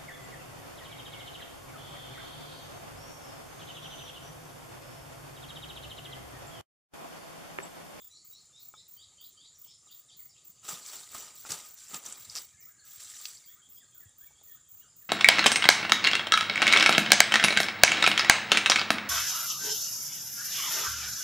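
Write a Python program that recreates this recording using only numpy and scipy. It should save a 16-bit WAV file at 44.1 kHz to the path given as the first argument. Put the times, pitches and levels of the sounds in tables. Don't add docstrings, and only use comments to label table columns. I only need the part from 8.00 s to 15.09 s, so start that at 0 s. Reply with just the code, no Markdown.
import sys
import numpy as np
from scipy import signal
from scipy.fft import rfft, irfft
from scipy.io import wavfile
from scipy.ndimage import uniform_filter1d

SR = 44100
rng = np.random.default_rng(int(sys.argv[2]) if len(sys.argv) > 2 else 0)


def wav_out(sig):
    wavfile.write(sys.argv[1], SR, np.round(np.clip(np.atleast_2d(sig).T, -1, 1) * 32767).astype(np.int16))


N = 312669
TIME_S = np.arange(N) / SR
FREQ_HZ = np.fft.rfftfreq(N, 1 / SR)

# t/s, length/s
KATYDID_CHIRPS = [(-.02, 0.11), (0.238, .11), (0.591, 0.12), (0.875, .11), (1.201, 0.1), (1.578, 0.1),
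                  (1.904, 0.11), (2.16, 0.12), (2.437, 0.076), (2.656, .1), (2.863, 0.11), (3.105, 0.13),
                  (3.342, 0.12), (3.646, 0.12), (3.885, 0.12), (4.162, .1), (4.382, 0.083), (4.592, 0.13),
                  (4.841, 0.14), (5.198, 0.11), (5.449, .11), (5.686, 0.12), (5.938, 0.11), (6.172, 0.12),
                  (6.423, 0.15), (6.678, 0.15), (6.954, .14)]
# f/Hz, level/dB
WING_SPECTRUM = [(8000, -29.5), (13000, -23.5), (14100, -32), (14550, 4), (15000, -5), (15400, 11),
                 (16000, -29)]
# f/Hz, level/dB
RUMBLE_SPECTRUM = [(20, -47), (45, -13), (85, -1), (140, -1.5), (250, -14.5), (600, -33)]
# f/Hz, level/dB
HISS_SPECTRUM = [(60, -18.5), (220, 1.5), (500, -1.5), (1050, -4.5), (1250, -1.5), (1550, -8.5), (2700, -5),
                 (3500, -3), (5700, -4.5), (10500, -13.5), (15500, -19.5)]
# f/Hz, half bandwidth/Hz, level/dB, pulse rate/Hz
INSECT_BANDS = [(6315, 140, -73.5, 45), (6978, 290, -66, 23), (7510, 370, -67, 24), (8400, 990, -74.5, 6.4),
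                (9250, 400, -75, 19)]
# t/s, length/s, f/Hz, slur/oct, level/dB
WHISTLE_NOTES = [(-.01, 0.049, 3520, 0.0088, -59.5), (1.54, 0.03, 5640, -.14, -62),
                 (1.654, .11, 5250, .04, -58), (2.186, 0.044, 2040, -0.32, -65),
                 (2.289, 0.037, 5150, -0.28, -60), (4.58, 0.092, 1935, 0.35, -67),
                 (4.604, 0.035, 5590, -0.43, -58.5), (4.661, 0.052, 1427, 0.51, -69),
                 (4.78, .04, 4300, 0.0067, -62), (4.803, 0.068, 1460, -0.78, -69),
                 (5.413, 0.075, 4700, -0.015, -67.5), (5.49, .038, 1880, 0.19, -66),
                 (5.555, 0.061, 1384, 0.69, -69), (5.697, .13, 5080, -0.16, -69),
                 (5.805, 0.039, 1780, -0.41, -64), (5.844, .05, 4300, .05, -71),
                 (5.943, .044, 1465, -0.39, -67.5), (5.998, 0.056, 1810, -0.304, -62.5),
                 (6.202, 0.0565, 1700, .38, -63.5), (6.264, 0.032, 2256, -0.016, -64.5),
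                 (6.465, .083, 1856, -0.14, -64.5), (6.538, 0.06, 1424, 0.68, -69.5),
                 (6.805, 0.035, 3040, 0.31, -62.5), (6.818, 0.047, 1480, -0.75, -65),
                 (6.872, 0.056, 5000, 0.018, -69), (7.01, 0.038, 1795, -0.35, -67)]
# start/s, end/s, low f/Hz, high f/Hz, level/dB
FAR_FLOCKS = [(0, 2.7, 4200, 5900, -74), (0, 2.3, 1600, 2400, -85.5), (3.602, 5.6, 1455, 2450, -72.5),
              (4.398, 8.1, 3100, 6600, -84)]
# t/s, length/s, low f/Hz, level/dB
SCOLD_NOTES = [(0.092, 0.12, 3966, -57.5), (0.306, 0.095, 3850, -56.5), (.522, 0.12, 3570, -59),
               (0.731, 0.084, 3505, -56.5), (0.959, .1, 3140, -57.5), (1.166, .11, 3120, -57),
               (1.355, 0.14, 3130, -58), (1.626, 0.12, 2903, -62.5), (1.867, .082, 2967, -59.5),
               (2.076, .078, 3150, -59), (2.331, .065, 2690, -64.5), (2.556, 0.035, 2560, -69)]
# t/s, peak level/dB, pitch ratio
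KNOCK_HITS = [(.7395, -40.5, 1.06), (1.665, -58.5, 0.75), (1.869, -57.5, 1), (2.69, -36, 1.08),
              (3.15, -33.5, 0.87), (3.277, -46.5, 1), (3.451, -35.5, 1.12), (6.308, -55, 0.69),
              (6.414, -54.5, .66)]
# f/Hz, level/dB, t60/s
KNOCK_MODES = [(730, -9, 0.058), (810, 1.5, 0.055), (1000, 1.5, 0.064), (1231, 11.5, 0.038),
               (1330, 3.5, 0.028), (2165, -3.5, 0.096)]
# t/s, peak level/dB, f/Hz, width/oct
STALK_SNAPS = [(1.872, -53, 8400, 0.16), (2.691, -37, 5440, .62), (2.862, -32, 6000, .55),
               (3.506, -27, 5760, .37), (3.519, -19, 6300, 0.5), (3.186, -35, 6500, .5),
               (3.9441, -26.5, 5460, 0.9), (3.967, -29, 7100, 0.16), (4.062, -27, 6840, 0.29),
               (4.124, -29, 7500, 0.25), (4.298, -31, 5100, 0.22), (5.2545, -21, 4470, 0.7),
               (5.372, -43, 4950, 0.3), (6.093, -47, 8680, 0.2)]
# full-weight t/s, blade level/dB, litter level/dB, blade fade/(dB/s)
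FOOTFALLS = [(2.689, -37.5, -45.5, 97), (2.935, -43, -51.5, 108), (3.15, -40.5, -48.5, 77),
             (3.503, -36.5, -43, 114), (3.65, -48.5, -61, 141), (3.946, -39.5, -44.5, 233),
             (4.058, -44, -50.5, 78), (4.36, -39, -51, 202)]
# t/s, hold/s, level/dB
LEG_SWEEPS = [(2.861, 0.023, -44), (3.012, 0.037, -51.5), (3.368, 0.09, -54), (3.78, 0.14, -51.5),
              (4.197, 0.22, -54), (4.863, .13, -54), (5.001, .3, -47)]
# f/Hz, level/dB
BLADE_SPECTRUM = [(700, -26), (1250, -15), (1800, -15.5), (2600, -15), (3400, -10), (4700, -9.5),
                  (6050, -7.5), (6550, -8.5), (7050, -4), (7700, 0), (8700, -10), (10500, -10.5),
                  (13000, -14), (15500, -4.5)]
# f/Hz, level/dB
LITTER_SPECTRUM = [(50, -52), (110, -5.5), (200, -4), (400, -2.5), (650, -1), (900, 0), (1080, -2),
                   (1280, 1), (1650, -5), (3000, -3.5), (7000, -19.5)]
# t/s, level/dB, f/Hz, t60/s
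GROUND_THUDS = [(2.727, -38, 163, 0.047), (3.14, -55, 143, 0.089), (3.5, -41, 130, 0.048),
                (3.505, -56, 243, .21), (3.52, -42.5, 152, .076), (3.929, -48, 219, 0.17),
                (4.196, -57, 126, 0.15), (4.273, -53, 103, 0.2), (4.539, -54, 83, .065),
                (4.973, -55, 91, 0.062), (6.056, -44.5, 98, 0.071)]
PIPE_LEVELS_DB = [-58.5, -60, -59, -65, -66.5, -64, -61.5, -62, -71]
# f/Hz, level/dB
SIDE_SPECTRUM = [(30, -17), (100, -19), (300, -18), (1200, -21), (2500, -27), (4500, -39), (6500, -50),
                 (11000, -48), (15000, -28)]
# f/Hz, width/Hz, gain/dB
HOUSING_MODES = [(241, 18, -1), (409, 17, 2.5), (872, 24, 1.5), (1236, 38, 9), (3810, 100, 3),
                 (4602, 45, 8), (5040, 17, 7.5), (5350, 18, 3), (5610, 82, 3), (5940, 110, 7.5),
                 (7110, 200, 4), (7500, 69, 3.5)]


def amp(db):
    return 10 ** (np.asarray(db) / 20)


def unit_rms(x):
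    return x / np.sqrt(np.mean(x ** 2) + 1e-20)


def colour(x, spectrum):
    hz, db = np.transpose(spectrum)
    return irfft(rfft(x) * amp(np.interp(np.log(FREQ_HZ + 1), np.log(hz), db)), N)


def wander(rate_hz, size=N):
    knots = rng.standard_normal(4096)
    return 1.2 * np.interp(np.arange(size) * rate_hz / SR, np.arange(len(knots)), knots)


def add(mix, at_s, sound):
    start = round(at_s * SR)
    sound = sound[max(-start, 0):]
    part = mix[max(start, 0):][:len(sound)]
    part += sound[:len(part)]


def clicks(rate_hz, spread_db):
    size = amp(spread_db * np.minimum(rng.exponential(1, N), 4))
    return unit_rms(size * rng.choice([-1., 1.], N) * (rng.random(N) < rate_hz / SR))


def foliage_echo(x, t60_s, wet_db):
    t = TIME_S[:SR]
    tail = rng.standard_normal(SR) * amp(-60 * t / t60_s) * (1 - np.exp(-t / 0.00077))
    return x + amp(wet_db) * signal.fftconvolve(x, tail / np.linalg.norm(tail))[:N]


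def wing_force(length_s, stroke_hz=36, floor=0.5, onset_db=-5):
    t = TIME_S[:int(length_s * SR)]
    strokes = floor + np.sin(np.pi * stroke_hz * t) ** 2
    warm_up = amp(onset_db * np.exp(-t * stroke_hz))
    return unit_rms(strokes * warm_up * signal.windows.tukey(len(t), .3))


def katydids(near_db=-52.5, far_db=-80, far_period_s=.29, far_count=25):
    force = np.zeros(N)
    for at_s, length_s in KATYDID_CHIRPS:
        add(force, at_s, amp(near_db) * wing_force(length_s))
    for k, lag in enumerate(rng.random(far_count)):
        add(force, (k + lag / 2) * far_period_s, amp(far_db) * wing_force(length_s=0.11))
    teeth = unit_rms(colour(clicks(rate_hz=7000, spread_db=1.5), WING_SPECTRUM))
    return foliage_echo(force * teeth, t60_s=0.16, wet_db=-9)


def breeze(rumble_db=-76, growth_db_per_s=0.26, hiss_db=-72, swell_db=1.75):
    rumble = unit_rms(colour(rng.standard_normal(N), RUMBLE_SPECTRUM))
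    hiss_gain = amp(hiss_db + swell_db * wander(7.9))
    hiss = unit_rms(colour(rng.standard_normal(N), HISS_SPECTRUM))
    return amp(rumble_db + growth_db_per_s * TIME_S) * rumble + hiss_gain * hiss


def insect_chorus(pulse_depth=0.21, flutter_db=0.73):
    out = np.zeros(N)
    for hz, half_width_hz, db, pulse_hz in INSECT_BANDS:
        band = irfft(rfft(rng.standard_normal(N)) / (1 + ((FREQ_HZ - hz) / half_width_hz) ** 6), N)
        pulse = np.sin(2 * np.pi * np.cumsum(pulse_hz * (1 + 0.27 * wander(8))) / SR)
        out += amp(db + flutter_db * wander(30)) * unit_rms(band) * (1 + pulse_depth * pulse)
    return out


def flicker(x, depth_db):
    frames = signal.stft(x, nperseg=512)[2]
    patches = uniform_filter1d(rng.standard_normal(frames.shape), size=4, axis=1)
    patches = unit_rms(uniform_filter1d(patches, size=2, axis=0))
    return signal.istft(frames * unit_rms(amp(depth_db * patches)), nperseg=512)[1][:N]


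def glide(length_s, path_hz, roughness, turn=0.499):
    progress = np.linspace(0, 1, int(length_s * SR))
    hz = np.interp(progress, [0, turn, 1], path_hz)
    jitter = roughness * np.minimum(2 * progress, 1) * wander(900, len(hz))
    return 2 * np.pi * np.cumsum(hz * (1 + jitter)) / SR, signal.windows.tukey(len(hz), .4)


def whistle(length_s, path_hz, roughness, waver_db=2.5):
    phase, envelope = glide(length_s, path_hz, roughness)
    return envelope * unit_rms(amp(waver_db * wander(144, len(phase)))) * np.sin(phase)


def whistling_birds(gain_db=-1.5):
    out = np.zeros(N)
    for at_s, length_s, hz, slur_oct, db in WHISTLE_NOTES:
        path_hz = hz * 2 ** (slur_oct * np.array([-.5, 0, .5]))
        add(out, at_s, amp(db + gain_db) * whistle(length_s, path_hz, roughness=.032))
    return foliage_echo(out, t60_s=.5, wet_db=-.5)


def far_birds(count=50):
    out = np.zeros(N)
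    for start_s, end_s, low_hz, high_hz, db in FAR_FLOCKS:
        for k, (lag, pitch, bend, length, size) in enumerate(rng.random((count, 5))):
            hz = low_hz * (high_hz / low_hz) ** pitch
            slur = 0.249 * (bend - .5)
            path_hz = hz * (1 - slur), hz, hz * (1 + slur)
            phase, envelope = glide(.02 + .03 * length, path_hz, roughness=.04)
            at_s = start_s + (end_s - start_s) * (k + lag) / count
            add(out, at_s, amp(db) * (.5 + size) * envelope * np.sin(phase))
    return foliage_echo(out, t60_s=.6, wet_db=3)


def scolding_bird(gain_db=-0.4, turn_s=.03, dive_from_s=1.5, dive_hz=4200, upper_db=-8, upper_ratio=1.47):
    out = np.zeros(N)
    for at_s, length_s, low_hz, db in SCOLD_NOTES:
        start_hz = dive_hz if at_s > dive_from_s else low_hz
        end_hz = low_hz + .66 * (4850 - low_hz)
        roughness = 0.031 + 0.015 * at_s
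        turn = min(turn_s / length_s, 1)
        phase, envelope = glide(length_s, (start_hz, low_hz, end_hz), roughness, turn)
        upper_hz = upper_ratio * start_hz, upper_ratio * low_hz, 1.16 * end_hz
        upper_phase, _ = glide(length_s, upper_hz, roughness, turn)
        voices = np.sin(phase) + amp(upper_db) * np.sin(upper_phase)
        swell_db = np.linspace(-5, 0, len(phase))
        rasp = unit_rms(amp(3 * wander(260, len(phase)) + swell_db))
        add(out, at_s, amp(db + gain_db) * envelope * rasp * voices)
    return foliage_echo(out, t60_s=.42, wet_db=0)


def knocks():
    out, t = np.zeros(N), TIME_S[:SR // 5]
    for at_s, db, ratio in KNOCK_HITS:
        ring = sum(amp(mode_db - 60 * t / t60_s) * np.sin(2 * np.pi * hz * ratio * t)
                   for hz, mode_db, t60_s in KNOCK_MODES)
        add(out, at_s, amp(db) * ring / abs(ring).max())
    return out


def crack(centre_hz, width_oct, t60_s, highpass_hz=1300):
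    t = TIME_S[:4096]
    hz = np.fft.rfftfreq(len(t), 1 / SR) + 1
    resonance = 1 / (1 + (np.log2(hz / centre_hz) / width_oct) ** 2 / 2) ** 2
    burst = irfft(resonance * np.exp(2j * np.pi * rng.random(len(hz)))) * amp(-60 * t / t60_s)
    burst = signal.sosfilt(signal.butter(3, highpass_hz, "high", fs=SR, output="sos"), burst)
    return burst / abs(burst).max()


def stalk_snaps(splinter_at_s=4.353, splinter_length_s=.035, fibres=7, fibre_db=-25, spread_db=2):
    out = np.zeros(N)
    for at_s, db, centre_hz, width_oct in STALK_SNAPS:
        add(out, at_s, amp(db) * crack(centre_hz, width_oct, t60_s=0.021))
    for k, (lag, size) in enumerate(rng.random((fibres, 2))):
        gain = amp(fibre_db + spread_db * (2 * size - 1))
        at_s = splinter_at_s + splinter_length_s * (k + lag) / fibres
        add(out, at_s, gain * crack(centre_hz=5280, width_oct=0.19, t60_s=0.0039))
    return foliage_echo(out, t60_s=.08, wet_db=-12)


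def push(at_s, hold_s, rise_s, fade_db_per_s):
    build = np.exp(np.minimum(TIME_S - at_s, 0) / rise_s)
    return build * amp(-fade_db_per_s * np.maximum(TIME_S - at_s - hold_s, 0))


def footfall(at_s, fade_db_per_s, heel_lead_s=0.037, heel_db=-9.5, rise_s=0.013):
    heel = amp(heel_db) * push(at_s - heel_lead_s, 0, rise_s, fade_db_per_s)
    return np.maximum(heel, push(at_s, 0, rise_s, fade_db_per_s))


def walk(sweep_litter_db=-22.5, litter_fade_ratio=1.12):
    brush_power = sum((amp(db) * push(at_s, hold_s, rise_s=0.014, fade_db_per_s=101)) ** 2
                      for at_s, hold_s, db in LEG_SWEEPS)
    crush_power = brush_power * amp(sweep_litter_db) ** 2
    for at_s, blade_db, litter_db, fade_db_per_s in FOOTFALLS:
        brush_power += (amp(blade_db) * footfall(at_s, fade_db_per_s)) ** 2
        crush_power += (amp(litter_db) * footfall(at_s, fade_db_per_s * litter_fade_ratio)) ** 2
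    return np.sqrt(brush_power), np.sqrt(crush_power)


def blade_ring(drive, low_hz=1200, high_hz=10000, width_hz=220, rub_db=3.5, count=44):
    out, blade = np.zeros(N), rng.integers(0, count, N)
    radius = np.exp(-np.pi * width_hz / SR)
    for k, hz in enumerate(np.linspace(low_hz, high_hz, count)):
        rubbing = amp(rub_db * wander(55))
        resonator = [1, -2 * radius * np.cos(2 * np.pi * hz / SR), radius ** 2]
        out += signal.lfilter([1, 0, -1], resonator, drive * rubbing * (blade == k))
    return unit_rms(out)


def grass(clump_db=1.05, firm_db=-44, tick_db=-10):
    clumps = amp(clump_db * wander(170))
    brush, crush = walk()
    ringing = blade_ring(clicks(rate_hz=9000, spread_db=3.5))
    scrape = (brush / amp(firm_db)) ** 0.3
    rubbed = (ringing + scrape * clicks(rate_hz=3000, spread_db=2)) / np.sqrt(1 + scrape ** 2 / 2)
    ticks = amp(tick_db) * clicks(rate_hz=130, spread_db=2.5)
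    swish = unit_rms(colour(clumps * (rubbed + ticks), BLADE_SPECTRUM))
    crunch = unit_rms(colour(clumps * clicks(rate_hz=2000, spread_db=1), LITTER_SPECTRUM))
    return swish * brush + crunch * crush


def thuds(rise_s=0.0032, highpass_hz=65):
    out, t = np.zeros(N), TIME_S[:SR // 4]
    for at_s, db, hz, t60_s in GROUND_THUDS:
        phase = 2 * np.pi * np.cumsum(hz * (1 + 0.2 * wander(153, len(t)))) / SR
        envelope = amp(db - 60 * t / t60_s) * (1 - np.exp(-t / rise_s))
        add(out, at_s, envelope * np.sin(phase))
    return signal.sosfilt(signal.butter(4, highpass_hz, "high", fs=SR, output="sos"), out)


def piping_bird(start_s=5.468, period_s=.1465, length_s=0.077, path_hz=(3200, 3370, 3680), fade_db=-9):
    out = np.zeros(N)
    for k, db in enumerate(PIPE_LEVELS_DB):
        detune = 1 + 0.0248 * rng.uniform(-1.01, 1)
        note = whistle(length_s, np.array(path_hz) * detune, roughness=0.041)
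        add(out, start_s + k * period_s, amp(db + np.linspace(0, fade_db, len(note))) * note)
    return foliage_echo(out, t60_s=.5, wet_db=-1)


def scene(gain_db=-1):
    birds = scolding_bird() + piping_bird() + whistling_birds() + far_birds()
    bed = flicker(breeze() + insect_chorus(), depth_db=3)
    steps = flicker(grass(), depth_db=2) + stalk_snaps() + knocks() + thuds()
    mid = amp(gain_db) * (bed + katydids() + birds + steps)
    diffuser = irfft(np.exp(2j * np.pi * rng.random(513)))
    side = colour(signal.fftconvolve(mid, diffuser)[:N], SIDE_SPECTRUM)
    return np.array([mid + side, mid - side])


def record(dry, cutoff_hz=15560):
    housing = 1 + sum((amp(db) - 1) / (1 + 2j * (FREQ_HZ - hz) / width_hz)
                      for hz, width_hz, db in HOUSING_MODES)
    coloured = irfft(rfft(dry) * housing, N)
    lowpass = signal.firwin(801, cutoff_hz, window=("kaiser", 8), fs=SR)
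    return signal.oaconvolve(coloured, lowpass[None], "same")


dry = scene()
out = record(dry)
wav_out(out)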